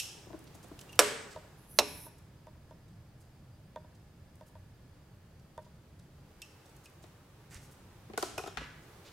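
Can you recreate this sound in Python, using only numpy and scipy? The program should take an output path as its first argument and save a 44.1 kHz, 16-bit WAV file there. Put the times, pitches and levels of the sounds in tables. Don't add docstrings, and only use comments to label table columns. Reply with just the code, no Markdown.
import sys
import numpy as np
from scipy import signal
from scipy.io import wavfile
from scipy.ndimage import uniform_filter1d

SR = 44100
rng = np.random.default_rng(int(sys.argv[2]) if len(sys.argv) > 2 else 0)


def volts(x):
    e = np.asarray(x, float) / 20
    return 10 ** e


def dump(signal):
    limited = np.clip(np.atleast_2d(signal).T, -1, 1)
    pcm = np.round(limited * 32767).astype(np.int16)
    wavfile.write(sys.argv[1], SR, pcm)


N = 402191


def evened(x):
    return x / np.sqrt(np.mean(x ** 2) + 1e-20)


def read(points, hz):
    f, value = np.transpose(points)
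    return np.interp(np.log(hz + 1), np.log(f + 1), value)


def add(mix, s, sound, pan_db, wet_db):
    part = mix[:, round(s * SR):][:, :sound.shape[-1]]
    gains = volts(np.array([[pan_db / 2], [-pan_db / 2], [wet_db]]))
    part += gains * sound[..., :part.shape[1]]


def ring(modes, rise):
    t = np.arange(SR // 4) / SR
    x = sum(volts(db - 60 * t / t60) * np.sin(2 * np.pi * hz * t) for hz, db, t60 in modes)
    x = x * (1 - np.exp(-t / rise))
    return x / abs(x).max()


def band(x, hz, width):
    centre = min(hz, .4 * SR)
    sharpness = hz / min(width, .3 * SR)
    b, a = signal.iirpeak(centre, sharpness, SR)
    return signal.lfilter(b, a, x)


def crack(t60, late_db=-14):
    t = np.arange(SR // 20) / SR
    fade = volts(-60 * t / t60) + volts(late_db - 20 * t / t60)
    return rng.standard_normal(len(t)) * fade


def click(spectrum):
    hz = abs(np.fft.fftfreq(4096, 1 / SR))
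    log_gain = np.log(volts(read(spectrum, hz)) + 1e-5)
    phase = -signal.hilbert(log_gain).imag
    pulse = np.fft.ifft(np.exp(log_gain + 1j * phase)).real[:2048]
    return pulse / abs(pulse).max()


def rattle(pulse, t60, same, split_hz=2200):
    first, other = crack(t60), crack(t60)
    even = np.zeros(len(first))
    even[0] = np.linalg.norm(first)
    same = np.clip(same, 0, 1)
    low = signal.butter(2, split_hz, fs=SR, output="sos")
    treble = np.array([first, same * first + np.sqrt(1 - same ** 2) * other])
    treble = treble - signal.sosfilt(low, treble)
    treble = treble * volts(7 - 55 * np.arange(len(first)) / SR / t60)
    left_right = signal.sosfilt(low, first) + treble
    sound = signal.fftconvolve(pulse[None], [*left_right, even], axes=1)
    return sound / abs(sound[:2]).max()


# frequency in Hz, likeness from 0 (unrelated) to 1 (identical).
LIKENESS = [(60, 0.99), (180, 0.99), (550, 0.77), (1650, 0.59), (4970, 0.051), (15000, 0.05)]


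def steady(spectrum, patchy_db, tilt_db=0):
    frames, hz = N // 512 + 5, np.fft.rfftfreq(2048, 1 / SR)
    a, b, c, d, patches = rng.standard_normal((frames, 1025, 5)).T
    patches = evened(uniform_filter1d(uniform_filter1d(patches, 20, 0), 8, 1))
    same = np.clip(read(LIKENESS, hz), -1, 1)[:, None]
    left = a + 1j * b
    right = same * left + np.sqrt(1 - same ** 2) * (c + 1j * d)
    tilt = np.log2(hz / 2000 + .1)[:, None] * tilt_db
    z = np.array([left, right]) * volts(read(spectrum, hz)[:, None] + patchy_db * patches + tilt)
    return evened(signal.istft(z, nperseg=2048, noverlap=1536)[1][:, :N])


# frequency in Hz, relative level in dB.
RUMBLE_COLOUR = [(12, -52), (20, -19.5), (75, -3), (128, -3), (170, -6.5), (207, -12.5), (353, -21),
                 (380, -24), (428, -25), (700, -25), (910, -61.5), (1540, -120)]
# frequency in Hz, relative level in dB.
HISS_COLOUR = [(180, -35.5), (300, -10), (574, -13), (689, -18), (801, -13), (930, -15.5), (1750, -19),
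               (1970, -20.5), (3240, -23), (7950, -28), (16000, -30.5)]
# pitch in Hz, width of each of two filters in Hz, level in dB, start in seconds, end in seconds.
MACHINE_WHINES = [(4470, 60, -91, 0, 6.45), (4772, 45, -87, 0, 7.1), (5160, 45, -89, 1.5, 5.1),
                  (1710, 40, -85, 0, 5.3), (1170, 30, -85, 6.2, 8.1)]
# time in seconds, share from 0 (corner) to 1 (open room).
FACING_OPEN = [(0, .75), (.5, 0.6), (1.0, .9), (2, .1), (3, 0), (6.1, 0.05), (6.6, 0.5), (7.3, 0.3),
               (7.7, 0.5), (8.1, .5), (8.7, 0.5), (8.9, 0.8), (9.12, 0.85)]
# start in seconds, end in seconds, change in dB.
RUMBLE_DIPS = [(6.351, 7.498, -3), (8.851, 9.308, -3)]
RUMBLE_DB, DIP_EDGE_S = -56, 0.13
CORNER_HISS_DB, OPEN_HISS_DB = -66.5, -56
HISS_TILT_DB = -0.71


def room_tone():
    t = np.arange(N) / SR
    facing = np.interp(t, *np.transpose(FACING_OPEN))
    dip_db = 0
    for start, end, db in RUMBLE_DIPS:
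        dip_db = dip_db + db * np.clip(np.minimum(t - start, end - t) / DIP_EDGE_S + .5, 0, 1)
    rumble = volts(RUMBLE_DB + dip_db) * steady(RUMBLE_COLOUR, patchy_db=1.1)
    hiss_db = CORNER_HISS_DB + (OPEN_HISS_DB - CORNER_HISS_DB) * facing
    hiss = volts(hiss_db) * steady(HISS_COLOUR, .3, HISS_TILT_DB)
    noise = rng.standard_normal(N)
    whines = 0
    for hz, width, db, start, end in MACHINE_WHINES:
        heard = np.clip(np.minimum(t - start, end - t) / 0.067, 0, 1)
        whines = whines + volts(db) * heard * evened(band(band(noise, hz, width), hz, width))
    return volts([[-.3], [.3]]) * (rumble + hiss + whines)


# start in seconds, blow level in dB, ring in dB against the blow,
# send to the room in dB, pitch factor of the part struck.
BRASS_CLINKS = [(0.0, -22.5, -12.5, 4, 1.02), (0.791, -38, -21, -17.5, 1.12),
                (0.812, -39.5, -14, -14, 1.18), (0.892, -52.5, 4.5, -6, 1.1), (0.929, -43, -2.5, -19, 1.06),
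                (0.957, -51, -4, -14, 1.12), (6.418, -35, -3.5, -4.5, 1.02), (6.857, -45, -5, -9.5, 0.98),
                (8.38, -29, -6, 2, .98), (8.473, -40, -5, -4, 1.26)]
# frequency in Hz, relative level in dB.
BRASS_CLATTER = [(900, -38.5), (1500, -23.5), (2200, -17), (2600, -2), (3300, -3), (4600, -9.5),
                 (5400, -0.5), (6600, -6), (8000, -8), (10000, -9), (12700, -11.5), (14500, -18.5),
                 (16000, -45.5)]
# pitch in Hz, relative level in dB, seconds to fall 60 dB.
BRASS_RINGING = [(2560, -0.5, .08), (2670, -1.5, .06), (2820, -4, 0.051), (3020, 0, 0.039), (3241, -5, .02),
                 (3430, -6.5, 0.021), (5400, -6, 0.056), (5800, -8.5, 0.044), (6500, -12.5, .03),
                 (7900, -13, 0.045), (8200, -13, .04)]
CLINK_PAN_DB = -2


def clinks():
    mix = np.zeros((3, N))
    for s, db, ring_db, wet_db, factor in BRASS_CLINKS:
        clatter = rattle(click(BRASS_CLATTER), t60=0.055, same=.8)
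        add(mix, s, volts(db) * clatter, CLINK_PAN_DB, wet_db)
        modes = [(factor * hz, level_db, t60) for hz, level_db, t60 in BRASS_RINGING]
        ringing = rattle(ring(modes, rise=0.00033), t60=0.038, same=0.99)
        add(mix, s, volts(db + ring_db) * ringing, CLINK_PAN_DB, wet_db)
    return mix


# frequency in Hz, relative level in dB.
WALL_COLOUR = [(200, 1.5), (500, -8.5), (1500, -0.5), (4000, 0), (8000, -1), (15000, 0)]
# frequency in Hz, seconds to fall 60 dB.
ECHO_TIMES = [(200, 0.96), (500, 0.86), (1500, 0.84), (4000, 0.62), (8000, 0.67), (14000, .28)]


def workshop(send, same=0.56):
    echoes = rng.standard_normal((2, SR))
    echoes[1] = same * echoes[0] + np.sqrt(1 - np.clip(same, 0, 1) ** 2) * echoes[1]
    echoes *= np.clip((np.arange(SR) / SR - .003) / 0.0049, 0, 1)
    hz, t, z = signal.stft(echoes, SR, nperseg=256)
    fade_db = read(WALL_COLOUR, hz)[:, None] - 60 * t / read(ECHO_TIMES, hz)[:, None]
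    tail = signal.istft(z * volts(fade_db), SR, nperseg=256)[1]
    return signal.fftconvolve(send[None], tail / np.linalg.norm(tail[0]), axes=1)[:, :N]


# start in seconds, blow level in dB, body pitch in Hz,
# crack in dB against the blow, pan in dB (left over right).
BUMPS_AND_KNOCKS = [(0.177, -51, 465, -10, 17), (0.269, -44, 380, -24, 7.5),
                    (0.303, -39.5, 320, -29.5, 10.5), (0.331, -38, 320, -17, 1),
                    (0.343, -35, 318, -27.5, 3), (0.55, -43, 318, -18.5, 14), (0.643, -43, 367, -20, -8),
                    (0.715, -35.5, 325, -22.5, 2), (7.04, -44.5, 328, -4, 5), (8.099, -38.5, 363, -13, 2),
                    (8.135, -36.5, 395, -4.5, 1.5), (8.1763, -20, 762, -1, 2), (8.2262, -21, 694, -2, 2),
                    (8.378, -26, 753, -11, 2.5), (8.391, -31, 730, -14, 3), (8.437, -31.5, 746, -5, 2),
                    (8.461, -32.5, 670, -8, 4), (8.474, -33.5, 712, -9.5, 5), (8.572, -36, 793, 7.5, 13.5),
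                    (8.61, -40, 507, 1, 1)]
# factor on the body pitch, relative level in dB, seconds to fall 60 dB.
BODY_MODES = [(.55, -2.5, 0.024), (1, 1.5, 0.018), (1.399, -5, 0.016), (1.902, -4.5, .018), (2.6, -8, 0.01)]
SOFT_CRACK_HZ, FIRM_BLOW_DB, DB_PER_OCTAVE = 1400, -34, 7.5


def knocks():
    mix = np.zeros((3, N))
    for s, db, pitch_hz, crack_db, pan_db in BUMPS_AND_KNOCKS:
        body = ring([(pitch_hz * k, level_db, t60) for k, level_db, t60 in BODY_MODES], rise=0.0024)
        add(mix, s, volts(db) * rattle(body, t60=0.038, same=0.61), pan_db, wet_db=-8.5)
        hz = SOFT_CRACK_HZ * 2 ** (max(db - FIRM_BLOW_DB, 0) / DB_PER_OCTAVE)
        contact = band(band(signal.unit_impulse(512), hz, 1.8 * hz), hz, 1.8 * hz)
        add(mix, s, volts(db + crack_db) * rattle(contact, t60=0.039, same=0.23), pan_db, wet_db=1.5)
    return mix


# start in seconds, level in dB, length in seconds, centre in Hz.
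SKIN_AND_CLOTH = [(0.328, -62, .004, 2500), (0.388, -59.5, 0.007, 9000), (0.44, -61, 0.0053, 9000),
                  (0.683, -63.5, .005, 9000), (0.465, -62, .02, 3916), (0.542, -60.5, 0.023, 7110),
                  (0.624, -60.5, 0.028, 6707), (0.803, -57.5, 0.018, 9000), (0.92, -61, 0.015, 9000),
                  (0.952, -59, 0.011, 9000), (1.3, -58, 0.044, 5000), (1.64, -70, 0.004, 7980),
                  (2.179, -66, 0.015, 8900), (3.195, -70, .04, 7970), (4.353, -67.5, 0.008, 9060),
                  (4.458, -69.5, 0.041, 9000), (5.99, -65.5, 0.0114, 6140), (6.654, -66, .015, 6000),
                  (6.69, -67, 0.013, 6000), (6.76, -63, 0.012, 7900), (6.834, -64.5, 0.036, 7000),
                  (6.898, -66.5, 0.0048, 9000), (7.02, -65.5, 0.029, 6000), (7.495, -60, 0.076, 6500),
                  (7.5, -59, 0.09, 1600), (7.544, -48, 0.0033, 6000), (7.547, -59.5, 0.037, 5000),
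                  (7.6, -67, 0.082, 8000), (7.706, -64.5, 0.034, 8985), (8.57, -42, 0.0217, 1750),
                  (8.6, -52, 0.058, 1760), (9.041, -59.5, 0.061, 3400)]
SHIFT_COUNT, SHIFT_DB, SHIFT_S, SHIFT_HZ = 16, (-74.5, -68), (.005, 0.024), (3500, 9000)


def scuffs():
    mix = np.zeros((3, N))
    low, high = np.transpose([(0, N / SR), SHIFT_DB, SHIFT_S, SHIFT_HZ])
    shifts = low + (high - low) * rng.random((SHIFT_COUNT, 4))
    for s, db, length, hz in [*SKIN_AND_CLOTH, *shifts]:
        noise, grain = rng.standard_normal((2, 4000))[:, :round(length * SR)]
        grain = volts(1.3 * evened(uniform_filter1d(grain, size=40)))
        stroke = signal.windows.tukey(len(noise), .6)
        rub = band(band(noise * grain, hz, 1.2 * hz), hz, 1.2 * hz)
        add(mix, s, volts(db) * evened(rub) * stroke, pan_db=-3.7, wet_db=-5)
    return mix


# start in seconds, blow level in dB, pan in dB (left over right).
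KNOB_SNAPS = [(0.9914, -.5, -2), (1.7877, -2.5, -3.5)]
# frequency in Hz, relative level in dB.
LATCH_COLOURS = [
    [(120, -44), (200, -15.5), (491, 1.5), (806, -5.5), (1450, -3.5), (1900, -11.5), (2380, -11),
     (4520, -12.5), (4860, -15.5), (5520, -4.5), (6640, -18.5), (7410, -8), (9230, -15), (10100, -10),
     (14300, -25.5), (16000, -31.5)],
    [(120, -46.5), (200, -6.5), (400, 3.5), (683, 3.5), (1060, -2.5), (1710, -14.5), (2420, -6.5),
     (2860, 0), (3190, -12.5), (3760, -1), (4950, -11), (5420, -8), (8740, -15.5), (12600, -18.5),
     (15100, -25.5), (16000, -38.5)],
]
# frequency in Hz, relative level in dB.
WALL_SNAP_COLOURS = [
    [(120, -53), (200, -24.5), (373, -17.5), (416, -6), (749, -19.5), (1710, -19), (7400, -27), (8050, -21),
     (8700, -28), (14100, -33.5), (16000, -89.5)],
    [(120, -47), (200, -16.5), (284, -5), (366, -9), (423, -5), (528, -9), (968, -7.5), (1270, -19.5),
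     (2150, -16.5), (2550, -8.5), (3000, -18.5), (3500, -17), (4060, -9), (4470, -18.5), (5000, -18),
     (5450, -7.5), (5950, -18.5), (9000, -24.5), (11700, -54.5), (19800, -120)],
]
# pitch in Hz, relative level in dB, seconds to fall 60 dB.
HOUSING_MODES = [(325, -9, 0.055), (417, -5.5, 0.4), (512.4, -7, .1), (585, -7, 0.37), (985, -6, 0.14),
                 (1160, -5, .12), (1496, -9, .1), (1740, -8.5, 0.066)]
SNAP_ROOM_DB, SNAP_RING_DB = (-9, -16), (-18.5, -25)


def snaps():
    mix = np.zeros((3, N))
    settings = zip(KNOB_SNAPS, SNAP_ROOM_DB, SNAP_RING_DB, LATCH_COLOURS, WALL_SNAP_COLOURS)
    for (s, db, pan_db), wet_db, ring_db, colour, wall_colour in settings:
        sound = rattle(click(colour), t60=0.076, same=1.0, split_hz=2000)
        towards_walls = click(wall_colour)
        match = np.linalg.norm(sound[0]) / np.linalg.norm(towards_walls)
        sound[2] = 0
        sound[2, :len(towards_walls)] = towards_walls * match
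        add(mix, s, volts(db) * sound, pan_db, wet_db)
        add(mix, s, volts(db + ring_db) * ring(HOUSING_MODES, rise=.002), pan_db=-1.0, wet_db=-14)
    return mix


# start in seconds, blow level in dB before the share of each touch,
# boost of the modes above 800 Hz in dB.
THUMB_TAPS = [(1.361, -34, -5.5), (2.065, -44, 2.5), (2.469, -43.5, -3), (2.709, -45.5, -3),
              (3.76, -33, -2), (4.41, -44.5, -5), (4.553, -46, -2.5), (5.578, -34.5, -1.5)]
# pitch in Hz, relative level in dB, seconds to fall 60 dB.
KNOB_MODES = [(542.6, -7.5, 0.049), (615, -9.5, .12), (611.6, -2.5, 0.029), (940, -2, 0.056),
              (955, -6, 0.07), (1150, -9, .03), (1540, -11, 0.031), (1840, -12.5, 0.03), (3520, -6.5, 0.01)]


def taps():
    mix = np.zeros((3, N))
    for s, db, upper_db in THUMB_TAPS:
        modes = [(hz, level_db + upper_db * (hz > 800), t60) for hz, level_db, t60 in KNOB_MODES]
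        sound = volts(db) * ring(modes, rise=.0015)
        for delay, touch_db in [(0, 0.5), (.011, -4.5), (.085, -15.5)]:
            add(mix, s + delay, volts(touch_db) * sound, pan_db=-1.2, wet_db=-17)
        nail = band(signal.unit_impulse(512), 2800, 4000)
        add(mix, s, volts(db - 8.5) * rattle(nail, t60=0.013, same=0.54), pan_db=3.0, wet_db=-9.0)
    return mix


# pitch in Hz, width of each of two filters in Hz, relative level in dB.
SEAT_CAVITIES = [(6000, 250, -16.5), (10020, 450, 0), (11375, 1300, -2), (13370, 500, -14.5),
                 (14260, 460, -14.5), (14880, 400, -15), (12000, 7200, -12.5)]
SEEP_S, LIFT_S, SHUT_S, LIFT_RISE_S = 1.56, 1.69, 2.065, .03
SEEP_DB, BLOW_DB, SWELL_DB_PER_S, CUT_DB_PER_S = -71.5, -57.5, 14, 602


def leak():
    mix = np.zeros((3, N))
    t = SEEP_S + np.arange(3 * SR // 5) / SR
    lifted = np.clip((t - LIFT_S) / LIFT_RISE_S + .5, 0, 1)
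    db = SEEP_DB + lifted * (BLOW_DB - SEEP_DB + SWELL_DB_PER_S * (t - LIFT_S))
    db = db - CUT_DB_PER_S * np.maximum(t - SHUT_S, 0)
    jet = rng.standard_normal(len(t))
    whistle = 0
    for hz, width, level_db in SEAT_CAVITIES:
        whistle = whistle + volts(level_db) * evened(band(band(jet, hz, width), hz, width))
    soft_ends = signal.windows.tukey(len(t), .1)
    add(mix, SEEP_S, volts(db) * evened(whistle) * soft_ends, pan_db=-2.8, wet_db=-12)
    return mix


# start in seconds, level in dB, pitch in Hz, seconds to fall 60 dB.
FLOOR_THUDS = [(8.572, -41.5, 54.7, 0.28)]


def footfall():
    mix = np.zeros((3, N))
    for s, db, hz, t60 in FLOOR_THUDS:
        thud = ring([(hz, 0, t60), (4.4 * hz, -6, 0.51 * t60)], rise=0.0099)
        add(mix, s, volts(db) * thud, pan_db=0, wet_db=0)
    return mix[:2]


def scene():
    mix = clinks() + knocks() + scuffs() + snaps() + taps() + leak()
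    small = signal.butter(4, 190, "high", fs=SR, output="sos")
    mix = signal.sosfilt(small, mix)
    return mix[:2] + workshop(mix[2]) + footfall() + room_tone()


def roll_off(x):
    return signal.sosfilt(signal.butter(12, 16570, fs=SR, output="sos"), x)


def record(dry):
    low_pass = signal.firwin(127, 16000, window=("kaiser", 7), fs=SR)
    limited = signal.oaconvolve(dry, low_pass[None], "same")
    return roll_off(limited)


dry = scene()
out = record(dry)
dump(out)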